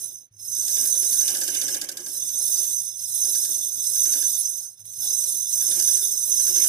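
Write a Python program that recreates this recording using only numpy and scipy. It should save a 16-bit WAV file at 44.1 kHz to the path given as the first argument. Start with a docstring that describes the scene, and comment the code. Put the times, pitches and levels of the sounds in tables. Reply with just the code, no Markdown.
"""A bright metallic hiss and singing close by on the right: a treadle sewing machine winds a bobbin.
The steel bobbin chafes on its spindle, which feeds its modes. The shuttle clacks twice a stitch as noise bursts,
the iron frame and wooden table rumble as driven resonances, the treadle hums a low gliding note.
The pace sags to near stops between pushes."""
import sys
import numpy as np
from scipy import signal
from scipy.fft import rfft, irfft, next_fast_len
from scipy.io import wavfile
from scipy.ndimage import map_coordinates

SR = 44100
rng = np.random.default_rng(int(sys.argv[2]) if len(sys.argv) > 2 else 0)


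def dump(signal):
    """Clip the signal to [-1, 1] and save it as 16-bit WAV at the path in sys.argv[1]."""
    limited = np.clip(np.atleast_2d(signal).T, -1, 1)
    pcm = np.round(limited * 32767).astype(np.int16)
    wavfile.write(sys.argv[1], SR, pcm)


def gain_from_db(level_db):
    """Convert decibel levels to linear amplitude factors (20 dB per decade)."""
    decades = np.asarray(level_db, float) / 20
    return 10 ** decades


N = 294588

# Low modes of the steel bobbin. Each row: frequency in Hz, width in Hz, relative right level in dB,
# left minus right in dB, left-right likeness (0-1).
BOBBIN_LOW_MODES = [(788, 28, -41, 0, .98), (1490, 40, -38, -8, .4), (3585, 36, -21, -16, .8),
                    (3968, 36, -25, -2, .75), (4460, 90, -34, 0, .4), (5250, 55, -14, -5, .6),
                    (5295, 32, -12, -3, .9), (6065, 60, -4, -11, .85), (6120, 45, 0, -10, .9),
                    (6183, 30, -1, -9, .92), (6270, 200, -17, -9, .6)]
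# Modes of iron frame and wooden table. Each row: frequency in Hz, width in Hz, relative right level in dB,
# left minus right in dB, left-right likeness (0-1).
FRAME_TABLE_MODES = [(283, 5.3, 2, 3, 0.91), (358, 16.2, 5.5, -0.5, 0.98), (427, 40, -8, -16, 0.28),
                     (523, 34.5, 2.5, -7.5, 0.65), (617, 43, -7, -5, 1), (787, 51, -8.5, 1.5, 0.96),
                     (1466, 65, -15, -34, 0.37), (1642, 93, -8.5, -7, 0.57), (2220, 380, -12.5, -8.5, 0.1),
                     (2930, 150, -10.5, 1.5, 0.58), (3113, 100, -9, -17, 0.17)]
LEFT_LAG_SAMPLES = 9


def rms_one(x):
    """Scales to unit rms."""
    return x / np.sqrt(np.mean(x ** 2) + 1e-20)


def level_one(stereo):
    """Scales so that the mean of both ears has unit rms."""
    return stereo / np.sqrt(np.mean(stereo.mean(axis=0) ** 2))


def drift(rate_hz):
    """Slow random wander of unit rms: noise through a two-pole low-pass near rate_hz."""
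    step = 20  # samples
    pole = np.exp(-2 * np.pi * rate_hz * step / SR)
    noise = rng.standard_normal(N // step + 2002)
    slow = signal.lfilter([1], [1, -2 * pole, pole * pole], noise)[2000:]  # settled part
    return np.interp(np.arange(N) / step, np.arange(len(slow)), rms_one(slow))


def grains(spread_db):
    """Two unrelated streams of tiny contacts of uneven size."""
    sizes = gain_from_db(spread_db * np.minimum(rng.exponential(1, (2, N)), 4))
    return rms_one(sizes * rng.standard_normal((2, N)))


def to_ears(pair, likeness, lag_samples):
    """The left microphone hears the source later, mixed with a path of its own."""
    own, source = pair
    alike = np.clip(likeness, 0, 1)
    left = alike * np.roll(source, lag_samples) + np.sqrt(1 - alike ** 2) * own
    return np.array([left, source])


def through_modes(pair, modes, flicker_db=0):
    """A force drives parallel resonances; as the contact wanders each one is fed more or less."""
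    airborne_hz = 2000  # lower modes shake the whole table and reach both ears at once
    out = np.zeros((2, N))
    for k, (hz, width_hz, right_db, pan_db, likeness) in enumerate(modes):
        pole, angle = np.exp(-np.pi * width_hz / SR), 2 * np.pi * hz / SR
        zeros = [(1 - pole * pole) / 2, 0, (pole * pole - 1) / 2]
        poles = [1, -2 * pole * np.cos(angle), pole * pole]
        rung = signal.lfilter(zeros, poles, pair + 1e-18)
        ears_db = np.array([[right_db + pan_db], [right_db]])
        gain = gain_from_db(ears_db + flicker_db * drift(9.7))
        lag_samples = LEFT_LAG_SAMPLES * (hz > airborne_hz)
        out += (-1) ** k * gain * to_ears(rung, likeness, lag_samples)
    return out


def coloured(pair, spectrum, likeness, alike_below_hz):
    """Gives each ear its spectrum; long waves reach both ears alike."""
    size = next_fast_len(N)
    hz, right_db, left_db = np.transpose(spectrum)
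    bins_hz = np.fft.rfftfreq(size, 1 / SR) + 1
    gain = gain_from_db(np.array([np.interp(np.log(bins_hz), np.log(hz), db) for db in (left_db, right_db)]))
    left, right = rfft(to_ears(pair, likeness, LEFT_LAG_SAMPLES), size)
    share = 1 / (1 + (bins_hz / alike_below_hz) ** 4)
    left = np.sqrt(share) * right + np.sqrt(1 - share) * left
    return level_one(irfft(np.array([left, right]) * gain, size)[:, :N])


def blows(seconds, peaks_db, rise_s, hold_s, t60_s):
    """Envelope of blows: a quick rise, a short hold, then an exponential fall."""
    clicks = np.full(N, 1e-18)
    at = np.minimum(np.round(seconds * SR).astype(int), N - 1)
    clicks[at] = gain_from_db(peaks_db)
    t = np.arange(SR // 5) / SR
    rise = 1 - np.exp(-t / rise_s)
    shape = rise * gain_from_db(-60 * np.maximum(t - hold_s, 0) / t60_s)
    return signal.fftconvolve(clicks, shape / shape.max())[:N]


def in_time(rows):
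    """Joins (s, value) rows by straight lines, one value a sample."""
    return np.interp(np.arange(N) / SR, *np.transpose(rows))


def levelling_db(pace, half_pace, power):
    """Gain (negative dB) of a sound that grows as a power of pace and levels off above half_pace."""
    return -20 * np.log10(1 + (half_pace / pace) ** power)


def bobbin(low_db, high_db, hiss_db):
    """One uneven chafing contact makes the hiss and feeds every mode; lone ticks ring the high ones."""
    # High modes of the bobbin. Each row: frequency in Hz, width in Hz, relative right level in dB,
    # left minus right in dB, left-right likeness (0-1).
    high_modes = [(8285, 110, -11, -1, .4), (8378, 40, -7, -6, .4), (8710, 60, -21, 1, .3),
                  (9610, 110, -15, -7, .5), (10530, 55, -3, -13, .7), (10590, 50, -3, -17, .6),
                  (10640, 40, 0, -21, .6), (10682, 28, -3, -19, .6), (11900, 45, -7, -20, .7),
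                  (12690, 190, -14, -10, .4), (13270, 120, -24, 1, .3), (14600, 200, -17, -1, .4)]
    # Chafing spectrum. Each row: frequency in Hz, relative right and left density in dB per Hz.
    hiss_spectrum = [(990, -47, -47), (3100, -29, -26.5), (4300, -62.5, -23), (4880, -6, -6),
                     (5560, 5, -17), (7220, -2, -1.5), (8760, 5, -7), (9060, -1, -40), (11400, 6.5, 1.5),
                     (11900, -3.5, -22), (13300, 6.5, 0), (13600, -11, -6), (14500, -31, -28),
                     (15500, -12, -31)]
    # Ticks of the resting bobbin on its spindle. Each row: start in seconds, driving level in dB.
    tick_rows = [(0.3915, -33), (4.6857, -38), (4.7052, -47), (4.793, -35), (4.853, -25), (4.8822, -43),
                 (4.9362, -29)]
    pressure_db = 0.27 * drift(14.0) + 0.84 * drift(61.0)
    contact = grains(spread_db=1.5) * gain_from_db(pressure_db)
    low = gain_from_db(low_db) * level_one(through_modes(contact, BOBBIN_LOW_MODES, flicker_db=3.0))
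    high = gain_from_db(high_db) * level_one(through_modes(contact, high_modes, flicker_db=2.5))
    chafing = gain_from_db(hiss_db) * coloured(contact, hiss_spectrum, likeness=0.1, alike_below_hz=210)
    tick_envelope = blows(*np.transpose(tick_rows), rise_s=0.0004, hold_s=0.001, t60_s=0.02)
    ticks = tick_envelope * grains(spread_db=1.0)
    tick_ring = gain_from_db(20) * through_modes(ticks, high_modes)
    tick_edge = gain_from_db(-12) * signal.lfilter([1, -1], [1], ticks)
    return wobbled(low + high, depth_samples=0.72, rate_hz=19.7) + chafing + tick_ring + tick_edge


def wobbled(stereo, depth_samples, rate_hz):
    """The bobbin sits loose: its path to the microphones shakes and every pitch flutters."""
    at = np.arange(N) + depth_samples * drift(rate_hz)
    return np.array([map_coordinates(ear, [at], order=3, mode="nearest") for ear in stereo])


def shuttle(shake_db):
    """Out and back: a thinner second clack a third of a turn after the first, which alone knocks the frame."""
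    # Stitches that stand out. Each row: start of first clack in seconds, its driving level in dB.
    stitches = [(0.565, -40), (0.6785, -27.5), (0.765, -28.5), (0.852, -29.5), (0.948, -38), (1.029, -29.5),
                (1.1265, -26.5), (1.207, -27), (1.278, -21), (1.346, -25.5), (1.412, -23.5), (1.477, -24.5),
                (1.546, -25), (1.6143, -25.5), (1.68, -24.5), (1.7435, -25), (1.813, -25), (1.8877, -26.5),
                (1.97, -29), (2.061, -33), (2.1655, -43), (2.289, -34.5), (2.4164, -43), (2.526, -32),
                (2.6385, -34), (3.2494, -45), (3.347, -28), (3.449, -30), (3.84, -34), (3.956, -32),
                (4.0534, -34), (4.133, -28), (4.2215, -31), (5.6094, -33), (5.7124, -27), (5.7944, -23.5),
                (5.8755, -27), (5.967, -30), (6.3914, -34.5), (6.466, -29), (6.557, -26.5), (6.6403, -26.5)]
    # Clack spectrum. Each row: frequency in Hz, relative right and left density in dB per Hz.
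    clack_spectrum = [(990, -30.5, -47), (3360, -11.5, -30), (3550, -5.5, -9), (4080, -10.5, -22),
                      (4680, -2, -2), (5940, 1, -5.5), (7940, -2, -4.5), (11400, -2, -22), (14000, -12, -8),
                      (15800, -17, -20)]
    second_turn, longest_stitch_s = 0.34, 0.24
    s, peak_db = np.transpose(stitches)
    chance = rng.standard_normal((len(s), 2))
    shake_at_db = shake_db[(s * SR).astype(int)]
    knock_db = -50.5 + 1.82 * shake_at_db + 0.5 * chance[:, 0]
    second_db = -4.5 + 0.6 * shake_at_db + 1.5 * chance[:, 1]  # against the first clack
    stitch_s = np.minimum(np.diff(s, append=s[-1] + 0.058), longest_stitch_s)
    second_s = s + second_turn * stitch_s

    rattle = coloured(grains(spread_db=3.0), clack_spectrum, likeness=0.043, alike_below_hz=470)
    thin = signal.sosfilt(signal.butter(4, 4300, "high", fs=SR, output="sos"), rattle)
    first = blows(s, peak_db, rise_s=0.00045, hold_s=0.0045, t60_s=0.058) * rattle
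    second = blows(second_s, peak_db + second_db, rise_s=0.0004, hold_s=0.006, t60_s=0.06) * thin

    push = blows(s, knock_db, rise_s=0.0021, hold_s=0.0026, t60_s=0.18) * grains(spread_db=4.0)
    push = signal.sosfilt(signal.butter(2, 2100, fs=SR, output="sos"), push)  # heavy frame, blunt blow
    arm = [mode for mode in FRAME_TABLE_MODES if 1000 < mode[0] < 2000]
    table = [mode for mode in FRAME_TABLE_MODES if mode[0] < 1000]
    knock = gain_from_db(36.5) * through_modes(push, arm)
    boom = gain_from_db(19.0) * through_modes(push, table)
    ping = gain_from_db(29) * through_modes(first, BOBBIN_LOW_MODES[2:4])  # first clack rings two steel modes
    return gain_from_db(-1.5) * (first + second) + ping + knock + boom


def frame(ringing_db):
    """Bearings and belt shake the iron and wood; loose parts buzz more steeply with the shaking."""
    # Rumble spectrum. Each row: frequency in Hz, relative right and left density in dB per Hz.
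    rumble_spectrum = [(20, -9, -9), (82, -13, -16), (220, -2.5, -3.5), (385, -5.5, -6.5), (720, -22, -10),
                       (1130, -7.5, -8), (2140, -22, -13), (2600, -24, -11), (3200, -7, -37),
                       (4970, -36, -17)]
    shaking = grains(spread_db=4.0) * gain_from_db(2.7 * drift(26.0))
    ringing = gain_from_db(ringing_db) * level_one(through_modes(shaking, FRAME_TABLE_MODES, flicker_db=1.5))
    rumble = coloured(shaking, rumble_spectrum, likeness=0.86, alike_below_hz=740)
    small_parts = [mode for mode in FRAME_TABLE_MODES if mode[0] > 2000]
    buzz_db = -63.5 + 3.14 * (ringing_db + 53)
    buzz = level_one(through_modes(grains(spread_db=7.0), small_parts, flicker_db=4.0))
    return ringing + gain_from_db(ringing_db - 2.5) * rumble + gain_from_db(buzz_db) * buzz


def treadle(pace):
    """Each push sounds a low note that starts sharp and settles, over the looser thrumming of the stand."""
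    # Pushes on the treadle. Each row: start in seconds, length in seconds, note level in dB before its swell.
    pushes = [(.005, 0.093, -64), (0.307, 0.43, -62), (0.955, 0.33, -68), (2.315, 0.22, -68),
              (2.962, 0.4, -64.5), (3.73, 0.066, -63), (3.897, 0.27, -73), (4.791, 0.29, -60),
              (5.453, 0.46, -64), (6.184, 0.48, -67)]
    # Modes of the stand. Each row: frequency in Hz, width in Hz, relative right level in dB,
    # left minus right in dB, left-right likeness (0-1).
    stand_modes = [(107, 21, -4.5, 0, 1), (131, 17, 1.5, 0, 0.99), (143.5, 25, -1, 0, 0.96)]
    note_hz, start_sharp, settle_s = 98.4, 0.11, 0.062  # start_sharp: share of note_hz
    t, note = np.arange(N) / SR, np.zeros(N)
    waver = gain_from_db(2.2 * drift(23.0))
    for start_s, length_s, note_db in pushes:
        since = np.maximum(t - start_s, 0)
        turns = note_hz * (since - start_sharp * settle_s * np.exp(-since / settle_s))
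        rise = np.clip(since / 0.0081, 0, 1)
        release = np.clip((length_s - since) / 0.044 + 1, 0, 1)
        swell = rise * release * gain_from_db(-5 * since / length_s)
        note += np.sqrt(2) * gain_from_db(note_db) * swell * np.sin(2 * np.pi * turns)
    thrum_db = -67 + 2.5 * drift(6.3) + levelling_db(pace, half_pace=2.7, power=2.5)
    thrum = level_one(through_modes(rng.standard_normal((2, N)), stand_modes))
    return waver * note + gain_from_db(thrum_db) * thrum


def room():
    """Faint steady air noise, plainest when the wheel rests."""
    # Air spectrum. Each row: frequency in Hz, relative right and left density in dB per Hz.
    air_spectrum = [(150, -2, 0), (600, -9, -8), (2000, -4, 1), (5000, -4, -12), (12000, -24, -24)]
    air = rng.standard_normal((2, N))
    return gain_from_db(-83) * coloured(air, air_spectrum, likeness=0.27, alike_below_hz=500)


def scene():
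    """Wheel pace sets the levels of bobbin, frame, stand and shuttle knocks; winder grip those of the bobbin."""
    # Pace of the handwheel. Each row: time in seconds, stitches per second.
    pace_rows = [(0, 5.9), (.05, 6), (.16, 4.36), (.26, 2.63), (.3, 1.05), (.33, 2.26), (.385, 3.26),
                 (.4, 4.3), (.48, 5.95), (.62, 8.9), (.8, 11.1), (1.0, 9.2), (1.35, 13.54), (1.8, 12.3),
                 (2.3, 7.08), (2.52, 9.26), (2.95, 4.65), (3.35, 10.2), (3.74, 6.25), (4.14, 12.06),
                 (4.42, 7.36), (4.6, 5.9), (4.71, 3.9), (4.76, 2.5), (4.81, 3.8), (4.84, 3), (4.86, 4.2),
                 (4.98, 5.14), (5.04, 8.85), (5.3, 8.66), (5.46, 6.3), (5.62, 9.9), (5.82, 11.8),
                 (6.2, 7.3), (6.5, 11.65), (6.68, 12.8)]
    # Grip of the winder's tyre on the wheel, slipping once at full pace. Each row: time in seconds, gain in dB.
    grip_rows = [(0, -2), (1.15, 1), (1.4, -5), (1.75, -6), (1.81, -15.5), (1.95, -22.5), (2.12, -5),
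                 (2.5, 1.5), (3.6, 0.5), (4.4, 0), (5.3, 0.5), (6.68, 1)]
    usual_pace, half_song_pace = 11.23, 7.09  # stitches per second
    pace = np.maximum(in_time(pace_rows), 0.2)
    grip_db = in_time(grip_rows)
    song_db = levelling_db(pace, half_song_pace, power=3.73)
    shake_db = 2.3 * 20 * np.log10(pace / usual_pace)  # power 2.3 of pace
    low_db = -25.49 + song_db + grip_db
    high_db = -25.5 + 1.09 * song_db + 1.21 * grip_db
    hiss_db = -29.5 + 1.36 * song_db + 0.89 * grip_db  # a slipping tyre still hisses
    song = bobbin(low_db, high_db, hiss_db)
    return song + shuttle(shake_db) + frame(-51.5 + shake_db) + treadle(pace) + room()


def band_limit(x):
    """A steep low-pass at the top of the band."""
    return signal.sosfilt(signal.butter(12, 15790, fs=SR, output="sos"), x)


def record(dry):
    """Two microphones with a steep elliptic top cut."""
    top_cut = signal.ellip(10, 0.5, 60, 15450, fs=SR, output="sos")  # ripple dB, stop dB, edge Hz
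    return band_limit(signal.sosfilt(top_cut, dry))


dry = scene()
out = record(dry)
dump(out)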